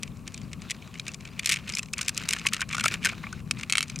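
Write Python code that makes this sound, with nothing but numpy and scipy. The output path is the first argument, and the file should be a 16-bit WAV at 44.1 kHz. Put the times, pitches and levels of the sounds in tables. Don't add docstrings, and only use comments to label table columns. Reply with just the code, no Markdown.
import sys
import numpy as np
from scipy import signal
from scipy.fft import rfft, irfft, next_fast_len
from scipy.io import wavfile
from scipy.ndimage import uniform_filter1d, map_coordinates

SR = 44100
rng = np.random.default_rng(int(sys.argv[2]) if len(sys.argv) > 2 else 0)


def wrap_up_sound(samples):
    columns = np.atleast_2d(samples).T
    tamed = np.clip(columns, -1, 1)
    steps = np.round(tamed * 32767).astype(np.int16)
    wavfile.write(sys.argv[1], SR, steps)


N = 176400
ATTACK_S, TICK_T60_S = 0.00026, 0.0065
LEVEL_WINDOW = int(0.005 * SR)


def amp(db):
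    return 10 ** (np.asarray(db) / 20)


def unit(x):
    return x / np.sqrt(np.mean(x ** 2) + 1e-20)


def along(points, hz):
    f, values = np.transpose(points)
    return np.interp(np.log(hz + 1), np.log(f + 1), values)


def filtered(x, response):
    size = next_fast_len(N + SR // 2)
    return irfft(rfft(x, size) * response(np.fft.rfftfreq(size, 1 / SR)), size)[..., :N]


def coloured(x, colour):
    return unit(filtered(x, lambda hz: amp(along(colour, hz))))


def minimum_phase(gain):
    cepstrum = irfft(np.log(np.maximum(gain, 1e-6)))
    half = len(cepstrum) // 2
    cepstrum[1:half] *= 2
    cepstrum[half + 1:] = 0
    return np.exp(rfft(cepstrum))


def add(track, start_s, sound):
    part = track[max(round(start_s * SR), 0):][:len(sound)]
    part += sound[:len(part)]


def lean(x, balance):
    return filtered(x, lambda hz: amp(np.outer([.5, -.5], along(balance, hz))))


def stereo_noise(colour, likeness):
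    def response(hz):
        angle = np.arccos(np.clip(along(likeness, hz), -1, 1)) / 2
        return amp(along(colour, hz)) * [np.cos(angle), np.sin(angle)]
    mid, side = filtered(rng.standard_normal((2, N)), response)
    return unit(np.array([mid + side, mid - side]))


def damped_tones(rows, rise_per_s=0, waver_rad=0):
    out, t = np.zeros(N), np.arange(SR // 10) / SR
    onset = 1 - np.exp(-t / ATTACK_S)
    for start, hz, db, t60 in rows:
        waver = waver_rad * unit(uniform_filter1d(rng.standard_normal(len(t)), size=90))
        phase = 2 * np.pi * hz * t * (1 + rise_per_s * t / 2)
        add(out, start, amp(db - 60 * t / t60) * onset * np.sin(phase + waver))
    return out


def stick_slip(depth_db=1.5, per_s=45):
    knots = rng.standard_normal(N // 100)
    return amp(depth_db * map_coordinates(knots, [np.arange(N) * per_s / SR], mode="mirror"))


# f/Hz, relative level/dB
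RUMBLE_COLOUR = [(25, -15), (38, -4.5), (60, -6), (100, -2.5), (160, 1.5), (225, -1), (290, -14),
                 (450, -24), (700, -36.5), (1000, -58.5)]
AIR_COLOUR = [(210, -28), (350, 9), (921, 1.5), (1110, 8.5), (1460, -6.5), (2460, -32), (3380, -28),
              (3840, -18), (7130, -9.5), (15500, -18)]
# f/Hz, correlation
RUMBLE_LIKENESS = [(50, 0.99), (400, 0.91)]
AIR_LIKENESS = [(400, 0.84), (3000, 0.84), (12000, 0.7)]
# f/Hz, left minus right/dB
RUMBLE_BALANCE = [(30, -9), (80, 8.5), (180, 6.5), (400, 0)]
NEAR_BALANCE = [(600, 4.6), (1400, 1.9), (2500, 0.039), (4000, 0.93), (6000, 4.1), (9000, 0.34),
                (13000, 1.9)]
# t/s, level/dB
RUMBLE_SWELL = [(0.0, -45), (0.11, -40), (0.31, -43), (0.48, -38.5), (0.73, -45), (2.54, -43.5),
                (2.58, -48.5), (2.67, -40.5), (3.52, -40), (3.75, -45), (3.97, -41), (4.0, -36.5)]


def outdoors(rumble_trim_db=-0.5, air_db=-57.5):
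    swell = amp(rumble_trim_db + np.interp(np.arange(N) / SR, *np.transpose(RUMBLE_SWELL)))
    rumble = lean(stereo_noise(RUMBLE_COLOUR, RUMBLE_LIKENESS), RUMBLE_BALANCE)
    air = lean(stereo_noise(AIR_COLOUR, AIR_LIKENESS), NEAR_BALANCE)
    return swell * rumble + amp(air_db) * air


# t/s, relative level/dB
RUB_LEVEL = [(0, -50), (.245, -54), (.3, -48.5), (.44, -49), (.49, -50.5), (.58, -52), (.7, -42.5),
             (.77, -49), (.85, -56), (.96, -47.5), (1.03, -49.5), (1.08, -42.5), (1.18, -54), (1.26, -46.5),
             (1.33, -47), (1.42, -46), (1.53, -38.5), (1.63, -46), (1.7, -39), (1.79, -46.5), (1.82, -55),
             (1.92, -60), (1.99, -41), (2.07, -40.5), (2.12, -48), (2.2, -38.5), (2.26, -40.5), (2.35, -40),
             (2.42, -42), (2.46, -39), (2.51, -48.5), (2.57, -42.5), (2.64, -48.5), (2.68, -53.5),
             (2.74, -48), (2.85, -53), (2.93, -35), (3.0, -48), (3.05, -34.5), (3.12, -42), (3.2, -47.5),
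             (3.33, -45.5), (3.4, -47), (3.435, -58.5), (3.49, -50), (3.55, -47.5), (3.6, -43),
             (3.66, -51.5), (3.75, -40), (3.83, -46.5), (3.87, -48.5), (3.92, -45), (4, -53.5)]
# f/Hz, gain/dB
RUB_COLOUR = [(300, 2), (800, -11.5), (1300, 2.5), (1900, -0.5), (2600, 5.5), (3300, -8.5), (3900, -3),
              (5000, -6.5), (7000, -11), (10000, -21), (15000, -28)]


def rubbing(hiss_db=-10, crackle_db=-8.5, max_crackles_per_s=450, densest_at_db=-40, t60_s=0.01):
    level = amp(np.interp(np.arange(N) / SR, *np.transpose(RUB_LEVEL)))
    density = np.minimum(level / amp(densest_at_db), 1)
    onsets = rng.random(N) < density * max_crackles_per_s / SR
    grains = onsets * amp(6 * np.minimum(rng.exponential(size=N), 3.5))
    decay = np.exp(-np.log(1000) / (t60_s * SR))
    bursts = signal.lfilter([1], [1, -decay], grains) * rng.standard_normal(N)
    hiss = amp(hiss_db) * coloured(rng.standard_normal(N), RUB_COLOUR)
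    crackle = amp(crackle_db) * coloured(bursts, RUB_COLOUR)
    return level * stick_slip() * (hiss + crackle)


def ticks(count=600, centre_hz=2664, spread_oct=0.4, spread_db=3.5):
    starts = rng.uniform(0, N / SR, count)
    hz = np.clip(centre_hz * 2 ** (spread_oct * rng.standard_normal(count)), 1200, 9000)
    accent_db = 0.5 + spread_db * np.minimum(rng.exponential(size=count), 2.5)
    db = np.interp(starts, *np.transpose(RUB_LEVEL)) + accent_db
    return damped_tones(zip(starts, hz, db, np.full(count, TICK_T60_S)), rise_per_s=1.3)


# t/s, relative level/dB, hollowness/dB, brightness/dB
CONTACTS = [(0.032, -26, -5, 3.5), (0.077, -41.5, -18, -4), (0.17, -51, 3, 12), (0.277, -32, 2, 5.5),
            (0.3432, -33.5, -13, 8.5), (0.377, -38, 3, 6), (0.4154, -44.5, -11, 4), (0.5313, -34, 2, 1.5),
            (0.619, -39, 11, 5), (0.6993, -31, -8, -3), (0.7077, -24, -18, 6.5), (0.714, -26.5, -12, -2),
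            (0.8227, -41.5, -10, -10), (0.875, -45.5, 20, 2), (0.9411, -40.5, 2, -1), (0.9549, -38, 2, -15),
            (0.9763, -46, 1, 0), (0.997, -30, -6, 2), (1.0663, -35, -17, -7), (1.0807, -28, 8, 5),
            (1.089, -45, -12, 4), (1.117, -42.5, -12, 10), (1.137, -41, -10, 3), (1.144, -33, -22, 6),
            (1.207, -42.5, -19, 1), (1.252, -37.5, -5, -3), (1.275, -41.5, -14, -3), (1.378, -47, -5, -14),
            (1.394, -22.5, -5, -2), (1.432, -35.5, -2, -7), (1.4445, -34, 2, 0), (1.459, -17.5, -9, 7.5),
            (1.4721, -24, -1, 2), (1.4855, -44, -1, -11), (1.4924, -18, -5, 3), (1.4957, -20.5, -18, -7),
            (1.4987, -20.5, 1, 4), (1.505, -30, 2, -10), (1.5138, -23, 0, 1), (1.518, -22, -12, -9),
            (1.5208, -18.5, -5, 1), (1.5253, -21.5, -3, 2), (1.5305, -22, -10, -1), (1.5383, -25.5, -6, -2),
            (1.5409, -24, -11, 0), (1.56, -27.5, -4, -5), (1.5692, -29, -3, -8), (1.679, -33, -1, -9),
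            (1.6921, -30.5, 0, 8), (1.698, -29, -8, 1), (1.7225, -33.5, -6, 9), (1.7367, -32, -13, -7),
            (1.7507, -26, 18, 21), (1.7703, -24, -11, -4), (1.7846, -26, 20, 14), (1.792, -29, 0, 13),
            (1.83, -33, 17, 7.5), (1.858, -43.5, 5, 4), (1.885, -46, -13, -4), (1.9343, -25.5, 13, 16),
            (1.937, -35, 11, 2), (1.972, -37, 7, -30), (1.981, -28, 13, 11), (1.99, -27.5, 9, -8),
            (2.0113, -24.5, 8, 1), (2.015, -26.5, -12, 31), (2.029, -33, 1, 10), (2.048, -41, -1, 13),
            (2.061, -40, 1, 6), (2.0822, -18.5, -3, 5.5), (2.092, -21.5, 9.5, 7.5), (2.1462, -38.5, -3, 19),
            (2.1674, -33.5, 8, 7), (2.1766, -21.5, -2, 8.5), (2.199, -39, 4, 2), (2.2362, -34.5, -12, -1),
            (2.288, -19, 6, 7.5), (2.292, -32, 3, 4), (2.3081, -21.5, -7, 3), (2.3271, -26, -7, 1),
            (2.3333, -18, 5.5, 1.5), (2.3633, -29.5, 18, -8), (2.386, -34, -8, -1), (2.3953, -33, -19, 2),
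            (2.4511, -34, 5, -31), (2.462, -34, 13, 11), (2.4666, -17.5, -5, -10), (2.47, -22.5, -1, 17),
            (2.4869, -29.5, -3, -0.5), (2.523, -32.5, 20, -16), (2.5344, -18.5, -4, 1),
            (2.5442, -25.5, 9, 0.5), (2.5656, -29.5, 11, -4), (2.593, -40, 19, -13), (2.607, -25.5, -2, 3),
            (2.6162, -22.5, 13, -1.5), (2.6249, -27, 13, -48), (2.6903, -35, 13, 7),
            (2.7015, -34.5, 11, -29), (2.7106, -31, 11, -8), (2.7167, -36, 4, -16), (2.728, -27, 3, -3.5),
            (2.7321, -26, 11, -8), (2.7465, -24.5, 19, -2.5), (2.751, -28, -6, 2), (2.767, -32, 9, 1),
            (2.781, -28.5, 5, 5), (2.796, -25.5, 11, -1), (2.808, -24, 3, -3), (2.833, -37, 20, -11),
            (2.8383, -26, 21, 6), (2.8401, -22.5, 2, 4), (2.855, -25, 13, 0), (2.8574, -17, 7, -1),
            (2.8614, -21.5, 8, -35), (2.881, -19.5, 8, 2), (2.903, -35, 7, -26), (2.9124, -31, 5, -17),
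            (2.919, -38, -8, 4), (2.94, -22, 6, -3.5), (3.022, -40.5, -10, -18), (3.0296, -33, -8, -9),
            (3.0405, -29, -8, -7), (3.0478, -22, -11, 8), (3.0543, -17, -11, 0.5), (3.0598, -20.5, -2, 0),
            (3.0696, -24, 1, -4), (3.088, -30, 10, -12), (3.0915, -30.5, 4, 0), (3.0959, -26.5, 0, -24),
            (3.1308, -35, 21, -21), (3.237, -35, 28, -26), (3.268, -47, 11, -31), (3.327, -36.5, -2, 12),
            (3.402, -47, 16, -2), (3.571, -39.5, 5, -18), (3.5883, -40, 15, 9), (3.5965, -35, 14, -3),
            (3.6107, -34.5, 13, 0), (3.6326, -26.5, 4, -6.5), (3.881, -42.5, -2, 11), (3.8982, -31, 5, 5.5),
            (3.9594, -35.5, -7, 13), (3.9886, -33.5, -1, 22)]
# f/Hz, gain/dB
SHELL_COLOUR = [(150, -33), (450, -23.5), (750, -33.5), (1100, -10), (1400, -8.5), (1750, -3.5), (2300, 6),
                (2800, 2), (3450, -2.5), (4000, -2.5), (4600, -6), (5300, -3.5), (8300, -6), (10500, -14),
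                (13000, -22.5), (15500, -39)]


def clicks(trim_db=-2, firm_db=-22, pearl_hz=4887, spread_oct=0.96, wet_attack_s=0.00064, size=2048):
    out, t, hz = np.zeros(N), np.arange(size) / SR, np.fft.rfftfreq(size, 1 / SR)
    body_t60, treble_t60, tail_t60, pearl_t60 = 0.015, 0.01, 0.051, 0.02
    body_decay = amp(-60 * t / body_t60) + amp(-17.5 - 60 * t / tail_t60)
    treble_decay = amp(-60 * t / treble_t60) + amp(-32.5 - 60 * t / tail_t60)
    pearl_decay = amp(-11 - 60 * t / pearl_t60)
    shell_db = along(SHELL_COLOUR, hz)
    low = along([(1400, 0.73), (2100, 0.028)], hz)
    high = along([(2900, 0.045), (5000, 1.0)], hz)
    top = along([(7500, 0), (12000, 1)], hz)
    for start, db, hollow_db, bright_db in CONTACTS:
        top_db = 0.74 * (db - firm_db)
        wetness = np.clip(hollow_db / 10, 0, 1)
        onset = 1 - np.exp(-t / (ATTACK_S + wet_attack_s * wetness))
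        noise = onset * rng.standard_normal(size)
        modes_hz = np.minimum(pearl_hz * 2 ** (spread_oct * rng.standard_normal((3, 1))), TOP_HZ)
        ring = onset * pearl_decay * np.sin(2 * np.pi * modes_hz * t).sum(axis=0)
        crack = rfft(noise * body_decay) * (1 - high) + rfft(noise * treble_decay) * high + rfft(ring)
        outline = np.sqrt(np.abs(uniform_filter1d(np.abs(crack) ** 2, size=60)))
        colour = amp(shell_db + hollow_db * low + bright_db * high + top_db * top)
        click = irfft(crack * minimum_phase(colour / outline))
        add(out, start, amp(db + trim_db) * click / np.std(click[:LEVEL_WINDOW]))
    return out


def peeling(relative_db=-19, mean_lead_s=0.004, size=256):
    out, t = np.zeros(N), np.arange(size) / SR
    shell = minimum_phase(amp(along(SHELL_COLOUR, np.fft.rfftfreq(size, 1 / SR))))
    for start, db, *_ in CONTACTS:
        for lead in rng.exponential(mean_lead_s, 2):
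            burst = rng.standard_normal(size) * amp(-60 * t / TICK_T60_S)
            add(out, start - lead, amp(db + relative_db) * unit(irfft(rfft(burst) * shell)))
    return out


# t/s, starting f/Hz, level/dB
CHIRPS = [(.425, 4340, -55), (1.302, 4480, -57)]


def chirps(length_s=0.026, rise_hz_per_s=26000):
    out, t = np.zeros(N), np.arange(int(length_s * SR)) / SR
    swell = np.sin(np.pi * t / length_s)
    for start, hz, db in CHIRPS:
        add(out, start, amp(db) * swell * np.sin(2 * np.pi * t * (hz + rise_hz_per_s * t / 2)))
    return out


# t/s, length/s, level/dB
STROKES = [(.59, 0.11, -55), (0.75, 0.2, -56), (3.08, 0.33, -55)]
# f/Hz, gain/dB
STROKE_COLOUR = [(1200, -1), (2100, -4), (2700, -3), (3300, -4), (3900, 4), (4600, -13), (6800, -9.5),
                 (9000, -22), (14000, -22)]


def slides():
    level = np.zeros(N)
    for start, length, db in STROKES:
        add(level, start, amp(db) * np.hanning(int(length * SR)) ** .5)
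    return level * stick_slip() * coloured(rng.standard_normal(N), STROKE_COLOUR)


# t/s, f/Hz, level/dB, t60/s
BOUNCES = [(.7085, 2520, -39, 0.024), (.9974, 3930, -19.5, 0.0096), (1.09, 2670, -28, 0.024),
           (1.7376, 5020, -22, 0.017), (1.7514, 5530, -14.5, 0.0081), (1.793, 2605, -15, 0.018),
           (1.9375, 2590, -19, 0.021), (2.7968, 2710, -16.5, 0.015), (2.4675, 2230, -12, 0.023),
           (2.4675, 2580, -9.5, 0.019), (3.5105, 5100, -16, 0.014), (3.7903, 3200, -19, 0.011),
           (3.9597, 2440, -29, 0.026), (3.9597, 6130, -24.5, 0.011)]


def pings():
    return damped_tones(BOUNCES)


# t/s, starting f/Hz, level/dB, t60/s
POCKETS = [(2.4523, 2050, -19, 0.016), (2.457, 1094, -27.5, 0.065), (2.595, 1450, -29, 0.028),
           (2.617, 1506, -19, 0.029), (2.628, 1100, -36, 0.035), (2.749, 1230, -20.5, 0.02),
           (2.767, 1365, -31, 0.039), (2.782, 1450, -20.5, 0.04), (2.809, 1420, -24.5, 0.034),
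           (2.843, 1340, -14, 0.022), (2.860, 1350, -11.5, 0.02), (2.858, 620, -27.5, 0.027),
           (2.866, 2550, -30, 0.016), (2.882, 1620, -21, 0.029), (3.048, 1800, -13.5, 0.023),
           (3.055, 1590, -19, .016), (3.060, 1530, -15, 0.031), (3.07, 1540, -19.5, 0.032),
           (3.124, 670, -37.5, .03), (3.238, 1150, -34, 0.043), (3.241, 2120, -28, 0.033),
           (3.268, 1120, -33.5, 0.038), (3.268, 2300, -25.5, 0.018), (3.329, 1484, -27.5, 0.038)]


def pops():
    return damped_tones(POCKETS, rise_per_s=1.3, waver_rad=0.35)


# t/s, level/dB, brightness/dB
KNOCKS = [(3.5104, -19.5, -0.5), (3.6977, -24.5, 0.5), (3.7024, -30, -1), (3.7117, -37, -8),
          (3.7241, -17.5, 2), (3.734, -25, -7), (3.754, -19, -6), (3.7714, -25, -1), (3.7815, -16.5, -0.5),
          (3.7906, -32, 1), (3.8068, -23, -4), (3.819, -35, -2), (3.8279, -25, 3), (3.8378, -38, -5)]
# f/Hz, relative level/dB, t60/s
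FIST_MODES = [(1350, -9.5, 0.011), (2237, -0.5, 0.015), (2580, -6.5, 0.02), (3130, -3.5, 0.013),
              (3910, -6.5, 0.014), (4340, -9, 0.02), (4980, -6, .006), (5700, -7.5, 0.013),
              (6750, -8, 0.014), (7730, -6, .009), (8540, -6.5, .011), (9600, -9.5, 0.01),
              (11100, -7, 0.0043)]


def clacks(spread_db=2.5, detune_oct=0.03, snap_t60_s=0.029, size=2048):
    out, t = np.zeros(N), np.arange(size) / SR
    hz, mode_db, t60 = np.transpose(FIST_MODES)[..., None]
    high = along([(2700, 0.1), (5000, 1)], hz)
    shell = minimum_phase(amp(along(SHELL_COLOUR, np.fft.rfftfreq(size, 1 / SR))))
    onset = 1 - np.exp(-t / ATTACK_S)
    for start, db, bright_db in KNOCKS:
        strength, detune = rng.standard_normal((2, len(FIST_MODES), 1))
        polarity = rng.choice([-1, 1], hz.shape)
        decay = amp(mode_db + bright_db * high + spread_db * strength - 60 * t / t60)
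        ring = (polarity * decay * np.sin(2 * np.pi * hz * 2 ** (detune_oct * detune) * t)).sum(axis=0)
        snap = 2 * rng.standard_normal(size) * amp(-12.5 + bright_db - 60 * t / snap_t60_s)
        clack = onset * ring + irfft(rfft(snap) * shell)
        add(out, start, amp(db) * clack / np.std(clack[:LEVEL_WINDOW]))
    return out


def reflections(x, level_db=-19.5, t60_s=0.021):
    t = np.arange(SR // 5) / SR
    tail = rng.standard_normal((2, len(t))) * amp(-60 * t / t60_s)
    return amp(level_db) * signal.fftconvolve(x[None], tail / np.linalg.norm(tail[0]), axes=1)[:, :N]


# f/Hz, phase/rad
PORT_LEAD = [(0, -0.017), (5800, 0.031), (10800, -0.47)]


def scene():
    hand = rubbing() + ticks() + clicks() + peeling() + chirps() + slides() + pings() + pops() + clacks()
    at_ports = filtered(hand, lambda hz: np.exp(1j * np.outer([.5, -.5], along(PORT_LEAD, hz))))
    return lean(at_ports, NEAR_BALANCE) + reflections(hand) + outdoors()


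LOW_CUT_HZ, TOP_HZ = 35, 16300


def record(dry):
    return filtered(dry, lambda hz: (hz < TOP_HZ) * np.minimum(hz / LOW_CUT_HZ, 1) ** 10)


dry = scene()
out = record(dry)
wrap_up_sound(out)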